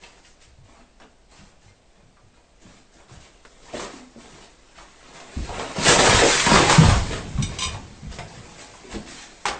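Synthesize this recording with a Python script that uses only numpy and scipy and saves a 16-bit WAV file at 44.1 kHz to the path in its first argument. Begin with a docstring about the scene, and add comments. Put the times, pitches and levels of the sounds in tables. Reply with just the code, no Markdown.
"""Wrappers and a jacket rustle over soft steps as a man carries a full plastic bucket across a small room.
He tips the rubbish onto a bed: it slides out in a crash of crinkling film and tumbling hollow containers,
and heavy pieces thump the mattress. A piece of metal clinks and rattles, and a last hard clack follows.
The crinkle is thousands of tiny snaps, and each struck object rings with its own few fading tones.
Levels are in decibels (dB); a ring time (t60) is the seconds a sound takes to fade by 60 dB."""
import sys
import numpy as np
from scipy import signal
from scipy.fft import rfft, irfft, next_fast_len
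from scipy.io import wavfile

SR = 44100
rng = np.random.default_rng(int(sys.argv[2]) if len(sys.argv) > 2 else 0)


def bounce(signal):
    """Save signal as a 16-bit WAV file at the path given by the first command-line argument."""
    frames = np.transpose(np.atleast_2d(signal))
    limited = np.clip(frames, -1, 1)
    pcm = np.round(limited * 32767).astype(np.int16)
    wavfile.write(sys.argv[1], SR, pcm)


N = 422919
TOP_HZ = 8800
RING_T = np.arange(int(.7 * SR)) / SR  # the seconds that pass during one hit


def undb(db):
    """Turn decibels into a factor to multiply by."""
    return 10 ** (np.asarray(db) / 20)


def unit(x):
    """Scale a sound to an average strength (rms) of 1."""
    return x / np.sqrt(np.mean(x ** 2))


def blow(x):
    """Scale a hit to an average strength of 1 over its first 30 ms."""
    return x / np.sqrt(np.mean(x[:int(.03 * SR)] ** 2))


def fade(t60, t=RING_T):
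    """Die away by 60 dB every t60 seconds."""
    return np.exp(-np.log(1000) * t / t60)


def rise(seconds, t=RING_T):
    """Climb from 0 to 1, then stay there."""
    return np.clip(t / seconds, 0, 1)


def hiss():
    """Plain noise, as long as one hit."""
    return rng.standard_normal(len(RING_T))


def add(out, s, x):
    """Mix a sound in at s seconds."""
    i = int(s * SR)
    out[i:i + len(x)] += x[:N - i]


def colour(x, points):
    """Shape a sound's bass and treble along a curve of (Hz, dB) points."""
    hz, db = np.transpose(points)
    size = next_fast_len(len(x))
    f = np.maximum(np.fft.rfftfreq(size, 1 / SR), 1)
    gain = undb(np.interp(np.log(f), np.log(hz), db)) * (f < TOP_HZ)
    return irfft(rfft(x, size) * gain, size)[:len(x)]


def band(x, lo_hz, hi_hz, order=2):
    """Keep the pitches between two limits."""
    return signal.sosfilt(signal.butter(order, [lo_hz, min(hi_hz, TOP_HZ)], "band", fs=SR, output="sos"), x)


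def ring(hz, db, t60, t=RING_T):
    """The fading tones of a struck object, each first swinging up or down at random."""
    return sum(rng.choice([-1, 1]) * undb(level) * np.sin(2 * np.pi * pitch * t) * fade(ring_s, t)
               for pitch, level, ring_s in zip(hz, db, t60))


def room(x, wet_db, low_t60=0.35, high_t60=0.2):
    """Add the dense echoes of bare, close walls at wet_db; the treble dies first."""
    noise = hiss()
    tail = band(noise, 27, 2000, order=1) * fade(low_t60)
    tail += band(noise, 2440, TOP_HZ, order=1) * fade(high_t60)
    tail *= rise(0.001, RING_T - .002)
    response = undb(wet_db) * tail / np.sqrt(np.sum(tail ** 2) * SR / 2 / TOP_HZ)
    response[0] += 1  # the direct sound
    return signal.fftconvolve(x, response)[:len(x)] / np.sqrt(1 + undb(wet_db) ** 2)


def moving(x, wet_db, places=64):
    """A moving source meets a new pattern of echoes at each place."""
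    out = np.zeros(N)
    for place in np.array_split(np.arange(N), places):
        add(out, (place[0] + .5) / SR, room(np.pad(x[place], (0, SR // 3)), wet_db))
    return out


def air(db=-55):
    """The faint, steady rumble of the room."""
    # The room's background noise. Each row: pitch in Hz, relative level in dB.
    tone_curve = [(20, 5.5), (55, 2.5), (100, -14), (200, -9.5), (400, -14), (650, -12.5), (1200, -23.5),
                  (3000, -25), (8800, -30)]
    return undb(db) * unit(colour(rng.standard_normal(N), tone_curve))


def settling(start_s=7.0, db=-33, t60=4.7, build_s=0.087):
    """The bed keeps rumbling faintly as the heap on it comes to rest."""
    t = np.maximum(np.arange(N) / SR - start_s, 0)
    return undb(db) * unit(band(rng.standard_normal(N), 55, 212)) * fade(t60, t) * rise(build_s, t)


def near_tick(start_s=3.45, db=-47, t60=0.12):
    """One dry tick close by, with no echo."""
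    out = np.zeros(N)
    click = colour(hiss(), [(100, 1), (300, -3), (800, -10), (1500, -3), (2500, -15), (8800, -23)])
    add(out, start_s, undb(db) * blow(click * fade(t60)))
    return out


def bucket(shuffle_db=-7, shuffle_t60=0.2, push_s=0.0029):
    """The bucket wall booms as the load shuffles against it; soft bumps reach only its lowest tones."""
    # The load bumps the wall. Each row: start in seconds, level in dB, highest pitch reached in Hz.
    bumps = [(.68, -56, 296), (.79, -57, 300), (1.0, -56, 350), (3.737, -30, 1100), (3.93, -42, 340),
             (3.989, -51, 284), (4.156, -45.5, 506), (5.201, -52.5, 348), (8.841, -43.5, 450),
             (8.939, -39, 443), (9.08, -46.5, 330)]
    # The wall's tones. Each row: base pitch in Hz, relative level in dB, ring time in seconds.
    wall_tones = [(252, -7.5, 0.66), (278.6, -8, 0.34), (370, -1.5, 0.17), (454, -8, 0.25),
                  (520, -3.5, 0.092), (612, -3, 0.23), (610, 2, 0.15), (690, -0.5, 0.093),
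                  (1330, -18, 0.06), (1800, -28, .06)]
    out = np.zeros(N)
    hz, tone_db, t60 = np.transpose(wall_tones)
    for s, db, top_hz in bumps:
        wall = ring(hz * rng.uniform(0.91, 1.02, len(hz)), tone_db, t60) * rise(push_s)
        shuffle = band(hiss(), 190, 730) * fade(shuffle_t60)
        bump = band(blow(wall) + undb(shuffle_db) * blow(shuffle), 209, top_hz, order=3)
        add(out, s, undb(db) * blow(room(bump, wet_db=-5.0)))
    return out


def metal(tick_db=-6, tick_t60=0.041, skid_db=-5, twin_spread_hz=90, twin_db=-3, sharpest_hz=5900):
    """A metal piece skids on a new spot at each strike, so its tones and their close twins change balance."""
    # The strikes. Each row: start in seconds, level in dB, boost of the sharpest tone in dB,
    # skid time in seconds.
    clinks = [(7.424, -29, 15, 0.027), (7.587, -29.5, 5, 0.034), (7.606, -28.5, 2, 0.14),
              (7.622, -26, 5, 0.052), (7.636, -29, 10, .06), (7.652, -37, -2, 0.037)]
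    # The metal's tones. Each row: pitch in Hz, relative level in dB, base ring time in seconds.
    metal_tones = [(1045, -1, 0.13), (2230, -6, 0.18), (2417, -1, 0.25), (2874, 2, 0.074), (3132, 2.5, 0.1),
                   (3624, -2.5, 0.22), (3740, -9, 0.14), (3800, -3, 0.1), (4050, -7, .14),
                   (4920, -1, 0.088), (5900, -0.5, 0.077), (5990, -5, 0.052), (6750, -5, 0.091),
                   (7740, -3, 0.089), (8040, -2.5, 0.2), (8400, -21, 0.12)]
    out = np.zeros(N)
    hz, tone_db, t60 = np.transpose(metal_tones)
    for s, db, sharp_db, skid_s in clinks:
        balance = tone_db + 1.1 * rng.standard_normal(len(hz))
        balance += sharp_db * np.exp(-((hz - sharpest_hz) / 160) ** 2)
        tones = ring(hz, balance, 0.79 * t60)
        tones += ring(hz + twin_spread_hz * rng.standard_normal(len(hz)), balance + twin_db, 0.88 * t60)
        # the skid keeps the tones going and roughens them
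        skid = signal.fftconvolve(hiss() * fade(skid_s), tones)[:len(RING_T)]
        tick = band(hiss(), 2000, TOP_HZ) * fade(tick_t60 + skid_s)
        strike = blow(blow(tones) + undb(skid_db) * blow(skid)) + undb(tick_db) * blow(tick)
        add(out, s, undb(db) * blow(room(strike, wet_db=0.5)))
    return out


def clack(pop_hz=980, pop_db=-26.0, rumble_db=-11):
    """Hard plastic lands with a pop, then cracks and rings at each bounce; what it lands on rumbles."""
    # The bounces. Each row: start in seconds, level in dB, relative level of the crack in dB.
    bounces = [(9.4548, -24, -1.5), (9.464, -27, 9), (9.483, -28.5, 0)]
    # The hollow shell's tones. Each row: pitch in Hz, relative level in dB, ring time in seconds.
    shell_tones = [(391, -8, 0.11), (804, 0.5, 0.092), (920, -8, 0.038), (1050, -9, 0.016),
                   (1150, 1.5, 0.053), (1400, -5, .03), (1790, -11, .03), (2230, -7, 0.037)]
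    out = np.zeros(N)
    add(out, bounces[0][0], undb(pop_db) * blow(ring([pop_hz], db=[0], t60=[0.019])))
    for s, db, crack_db in bounces:
        crack = band(hiss(), 900, 3600, order=1) * fade(t60=0.067)
        shell = ring(*np.transpose(shell_tones))
        hit = blow(room(blow(shell) + undb(crack_db) * blow(crack), wet_db=1))
        rumble = unit(band(hiss(), 230, 1200)) * fade(t60=1.0) * rise(seconds=0.026)
        add(out, s, undb(db) * (hit + undb(rumble_db) * rumble))
    return out


def knocks(tones=16, spread_octaves=.55, falloff_db=11, main_db=3, contact_s=0.0015):
    """Each container rings with one main tone and weaker ones around it, set off by a sharp crack."""
    # Hollow plastic and card strike. Each row: start in seconds, level in dB, pitch in Hz,
    # relative level of the crack in dB.
    strikes = [(0.035, -47, 2660, -15), (.751, -57, 1187, -18), (.999, -52, 1108, -4),
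               (2.168, -58.5, 1205, -14), (3.245, -55, 3020, 0), (3.795, -35.5, 1100, -3),
               (4.785, -46.5, 1204, -14), (5.2, -43.5, 703, -1), (5.492, -33.5, 745, -12),
               (5.594, -31, 801, -6), (5.761, -31, 648, -19), (5.882, -18.5, 1690, 1),
               (5.905, -20.5, 466, -23), (5.991, -18, 624, -1), (6.04, -20, 723, -23),
               (6.218, -16, 485, -20), (6.25, -26, 409, -22), (6.095, -22, 1142, -2), (6.301, -27, 2460, 8),
               (6.396, -22.5, 2087, 3), (6.463, -19.5, 958, -4), (6.51, -20.5, 961, -17),
               (6.555, -17.5, 1142, -3.5), (6.696, -17, 1025, -3), (6.725, -20, 1200, -1),
               (6.825, -28, 369, -17), (6.83, -22, 947, -16), (6.894, -23.5, 1150, -3),
               (7.104, -33, 429, -16), (7.376, -42, 1104, -28), (7.745, -38.5, 893, -9),
               (8.185, -40.5, 2070, -11), (8.186, -35, 697, -2.5), (8.737, -47.5, 1020, -14),
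               (8.95, -36.5, 333, -12)]
    out = np.zeros(N)
    for s, db, hz, crack_db in strikes:
        t60 = 0.099 * (hz / 1000) ** -0.57  # large, low containers ring longer
        focus = (hz / 1000) ** 0.28  # small ones have weaker side tones
        octaves = spread_octaves * (np.linspace(-2, 2, tones) + rng.uniform(-0.042, 0.058, tones))
        tone_db = -falloff_db * focus * np.abs(octaves)
        body = ring(hz * 2 ** octaves, tone_db, t60 * rng.uniform(0.97, 1.05, tones))
        body += ring([hz], [main_db], [0.84 * t60])
        crack = band(hiss(), 1000, 4000, order=1) * fade(t60=0.044)
        hit = (blow(body) + undb(crack_db) * blow(crack)) * rise(contact_s)
        add(out, s, undb(db) * blow(room(hit, wet_db=2)))
    return out


def thumps(step_t60=0.53, push_s=0.0038, boom_share=0.36, rumble_db=-7, build_s=0.016):
    """Feet and heavy rubbish push softly: a low boom, then the rumble of floorboards and bed frame."""
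    # Footsteps on the boards. Each row: start in seconds, level in dB, pitch in Hz.
    steps = [(.475, -51, 64.5), (0.584, -48, 90), (1.39, -48.5, 150), (1.661, -51, 98), (2.03, -56, 129),
             (2.23, -55.5, 119), (2.65, -48.5, 187), (3.112, -44, 127), (3.171, -45.5, 68),
             (3.738, -48, 45), (4.158, -46.5, 228), (4.332, -50, 141), (8.03, -36.5, 152),
             (8.067, -33, 57.7), (8.185, -37.5, 119), (8.371, -41, 130), (8.93, -37.5, 53.3),
             (8.939, -36, 208), (9.49, -41.5, 55.7)]
    # The load lurches in the bucket, then heavy pieces hit the mattress.
    # Each row: start in seconds, level in dB, pitch in Hz, ring time of the rumble in seconds.
    landings = [(5.364, -26.5, 68, .98), (5.365, -32.5, 233, 0.73), (5.781, -28, 197, 0.47),
                (5.882, -26, 139, 0.43), (6.088, -22, 118, .25), (6.145, -19, 78, 0.22),
                (6.466, -23, 183, .28), (6.517, -18.5, 214, 0.44), (6.558, -27.5, 92, 0.87),
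                (6.781, -8.5, 156, 0.47), (6.839, -17, 85.5, .28), (6.886, -12.5, 77.4, 0.29),
                (6.965, -19.5, 67.3, 0.83), (7.352, -24.5, 65, 0.49), (7.385, -19.5, 137, 0.27),
                (7.425, -28.5, 98.4, 0.69), (7.656, -30.5, 75.4, 0.96), (7.745, -35, 86.5, .32)]
    # Low notes that linger between the walls. Each row: pitch in Hz, width in Hz, relative level in dB.
    room_notes = [(79.4, 6.9, -25), (161.4, 5, -5.5), (205.4, 9.4, -4.5)]
    out = np.zeros(N)
    for s, db, hz, t60 in [(*step, step_t60) for step in steps] + landings:
        boom = np.sin(2 * np.pi * hz * RING_T) * fade(boom_share * t60) * rise(push_s)
        rumble = unit(band(hiss(), 0.27 * hz, 1.48 * hz, order=4)) * fade(t60) * rise(build_s)
        add(out, s, undb(db) * blow(boom + undb(rumble_db) * rumble))
    lingering = sum(undb(db) * band(out, hz - width / 2, hz + width / 2, order=1)
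                    for hz, width, db in room_notes)
    return room(out + lingering, wet_db=-14.0)


def tinkle(count=700, spread_db=2.5, base_t60=0.048):
    """Cans, foil and thin bottles ping here and there in the load."""
    out, t = np.zeros(N), RING_T[:SR // 8]
    for s in rng.uniform(0, N / SR, count):
        hz = 1600 * 3.4 ** rng.random(3)
        ping = ring(hz, -10 * np.log10(hz), base_t60 * rng.uniform(0.2, 1.6, 3), t)
        add(out, s, ping * undb(spread_db * min(rng.exponential(), 3)))
    return unit(out)


def clatter(count=2400, base_t60=0.045, scrape_db=-7):
    """Cups, cartons and lids jostle: each touch rings a few short tones, over the scrape of sliding."""
    # The sound of small containers. Each row: pitch in Hz, relative level in dB.
    tone_curve = [(40, -12), (110, -12), (220, 0), (450, -2), (750, -2), (1100, -4.5), (1700, -10.5),
                  (3000, -13), (8000, -30)]
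    out, t = np.zeros(N), RING_T[:SR // 10]
    for s in rng.uniform(0, N / SR, count):
        hz = 90 * 45 ** rng.random(4)
        t60 = base_t60 * (hz / 800) ** -.3 * rng.uniform(0.51, 2.03)
        add(out, s, ring(hz, 10 * np.log10(hz / t60), t60, t))
    scrape = undb(scrape_db) * rng.standard_normal(N)
    return unit(colour(unit(out) + scrape, tone_curve))


def crinkle(snaps_per_s=2400, spread_db=1.5, flutter_db=1.7, flutters_per_s=35):
    """Film and paper buckle in tiny snaps; each fold favours its own part of the treble."""
    # The sound of thin film. Each row: pitch in Hz, relative level in dB.
    tone_curve = [(150, -26), (500, -10), (1200, -1), (2100, 1.5), (2800, -2), (4100, -1), (5200, -2),
                  (6300, -1), (7500, 0), (8800, -6)]
    snaps = (rng.random(N) < snaps_per_s / SR) * rng.choice([-1, 1], N)
    strength = undb(spread_db * np.minimum(rng.exponential(size=N), 4))
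    size = next_fast_len(N)
    spectrum = rfft(colour(snaps * strength, tone_curve), size)
    hz = np.fft.rfftfreq(size, 1 / SR)
    centres_hz = np.geomspace(500, TOP_HZ, num=9)
    turns = np.arange(0, N, SR / flutters_per_s)
    out = np.zeros(N)
    for share in np.eye(len(centres_hz)):  # each range of pitches flutters on its own
        flutter = np.interp(np.arange(N), turns, rng.standard_normal(len(turns)))
        part = irfft(spectrum * np.interp(hz, centres_hz, share), size)[:N]
        out += part * undb(flutter_db * flutter)
    return unit(out)


def motion(stir_clatter_db=3, pour_crinkle_db=1, pour_clatter_db=0.5, pour_edge_s=0.053):
    """How strong crinkle and clatter are over time: faint stirring, jolts that swell and fade, the pour."""
    # The load never lies quite still. Each row: time in seconds, base level in dB.
    stirring = [(0, -57), (.55, -70.5), (2.4, -70.5), (3.6, -58.5), (4.6, -60), (5.2, -53), (7.4, -47),
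                (7.92, -54.5), (8.4, -50.5), (9.5, -52.5)]
    # Jolts shift the rubbish and the jacket.
    # Each row: start in seconds, length in seconds, base crinkle in dB, base clatter in dB.
    jolts = [(0.007, .035, -49, -50), (0.103, 0.085, -61.5, -57.5), (0.231, 0.025, -50, -71),
             (0.393, 0.028, -51, -76), (0.63, 0.18, -62.5, -53), (0.998, .025, -61, -46.5),
             (1.29, 0.12, -54.5, -53), (1.42, .08, -61, -57.5), (1.596, 0.096, -60, -58.5),
             (1.927, 0.065, -77, -57.5), (2.32, 0.059, -65.5, -58), (2.593, .19, -57.5, -54),
             (2.91, 0.1, -58, -51), (3.074, 0.075, -53.5, -49), (3.188, 0.06, -51.5, -57),
             (3.612, 0.14, -53, -45.5), (3.722, 0.12, -40, -33), (3.88, .1, -48, -44),
             (4.167, 0.28, -52, -48), (4.744, 0.068, -50, -45.5), (5.0, 0.13, -58, -49),
             (5.119, 0.062, -49, -44.5), (5.52, .12, -47, -34), (7.091, 0.052, -36, -30),
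             (7.348, .05, -55, -37.5), (7.478, 0.26, -45, -40), (8.095, 0.052, -44, -42.5),
             (8.255, 0.14, -53, -44), (8.568, 0.063, -44, -43), (8.893, 0.038, -38.5, -37),
             (9.052, 0.17, -42, -66)]
    # The load slips, catches, pours out in two surges and trickles off.
    # Each row: time in seconds, base crinkle in dB, base clatter in dB.
    pour = [(5.28, -52.5, -48.5), (5.62, -41.5, -32), (5.73, -45.5, -39), (5.89, -14, -14.5),
            (5.98, -25.5, -22), (5.99, -20.5, -17), (6.2, -19.5, -19), (6.23, -23.5, -18),
            (6.31, -20.5, -30.5), (6.45, -25, -30), (6.51, -24, -13.5), (6.68, -26, -20),
            (6.71, -21.5, -18.5), (6.8, -27.5, -22), (6.91, -28.5, -25), (7.08, -40, -39.5),
            (7.13, -37, -33), (7.3, -68, -54)]
    t = np.arange(N) / SR
    stir_db = np.interp(t, *np.transpose(stirring))
    power = undb([stir_db, stir_db + stir_clatter_db]) ** 2
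    for s, length, crinkle_db, clatter_db in jolts:
        shape = rise(seconds=0.024, t=t - s) * fade(t60=0.26, t=np.clip(t - s - length, 0, 2))
        power += np.outer(undb([crinkle_db, clatter_db]), shape) ** 2
    s, crinkle_db, clatter_db = np.transpose(pour)
    pouring = np.clip(1 + np.minimum(t - s[0], s[-1] - t) / pour_edge_s, 0, 1)
    pour_db = [np.interp(t, s, crinkle_db) + pour_crinkle_db, np.interp(t, s, clatter_db) + pour_clatter_db]
    power += (pouring * undb(pour_db)) ** 2
    return np.sqrt(power)


def rubbish(crinkle_db=0.44, tinkle_db=-7, clatter_db=-2, rumble_db=-16):
    """Crinkle, pings and clatter swell as the load moves, and its weight rumbles on what lies under it."""
    # The bed and bucket under the moving load. Each row: pitch in Hz, relative level in dB.
    rumble_curve = [(15, -0.5), (30, 6.5), (80, -2.5), (150, 0), (250, -27.5), (600, -35)]
    film_motion, container_motion = motion()
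    bright = film_motion * (undb(crinkle_db) * crinkle() + undb(tinkle_db) * tinkle())
    rumble = undb(rumble_db) * unit(colour(rng.standard_normal(N), rumble_curve))
    rumble *= np.hypot(film_motion, container_motion)
    containers = container_motion * undb(clatter_db) * clatter()
    return moving(bright, wet_db=1.5) + room(containers, wet_db=1) + rumble


def scene():
    """Add all the sources into one channel."""
    background = air() + settling() + near_tick()
    return (background + bucket() + metal() + clack() + knocks() + thumps() + rubbish())[None]


def record(dry):
    """Round off the loudest peaks and cut the highest treble."""
    rounded = dry / (1 + (dry / .9) ** 6) ** (1 / 6)
    return signal.sosfilt(signal.ellip(12, .2, 90, TOP_HZ, fs=SR, output="sos"), rounded)


dry = scene()
out = record(dry)
bounce(out)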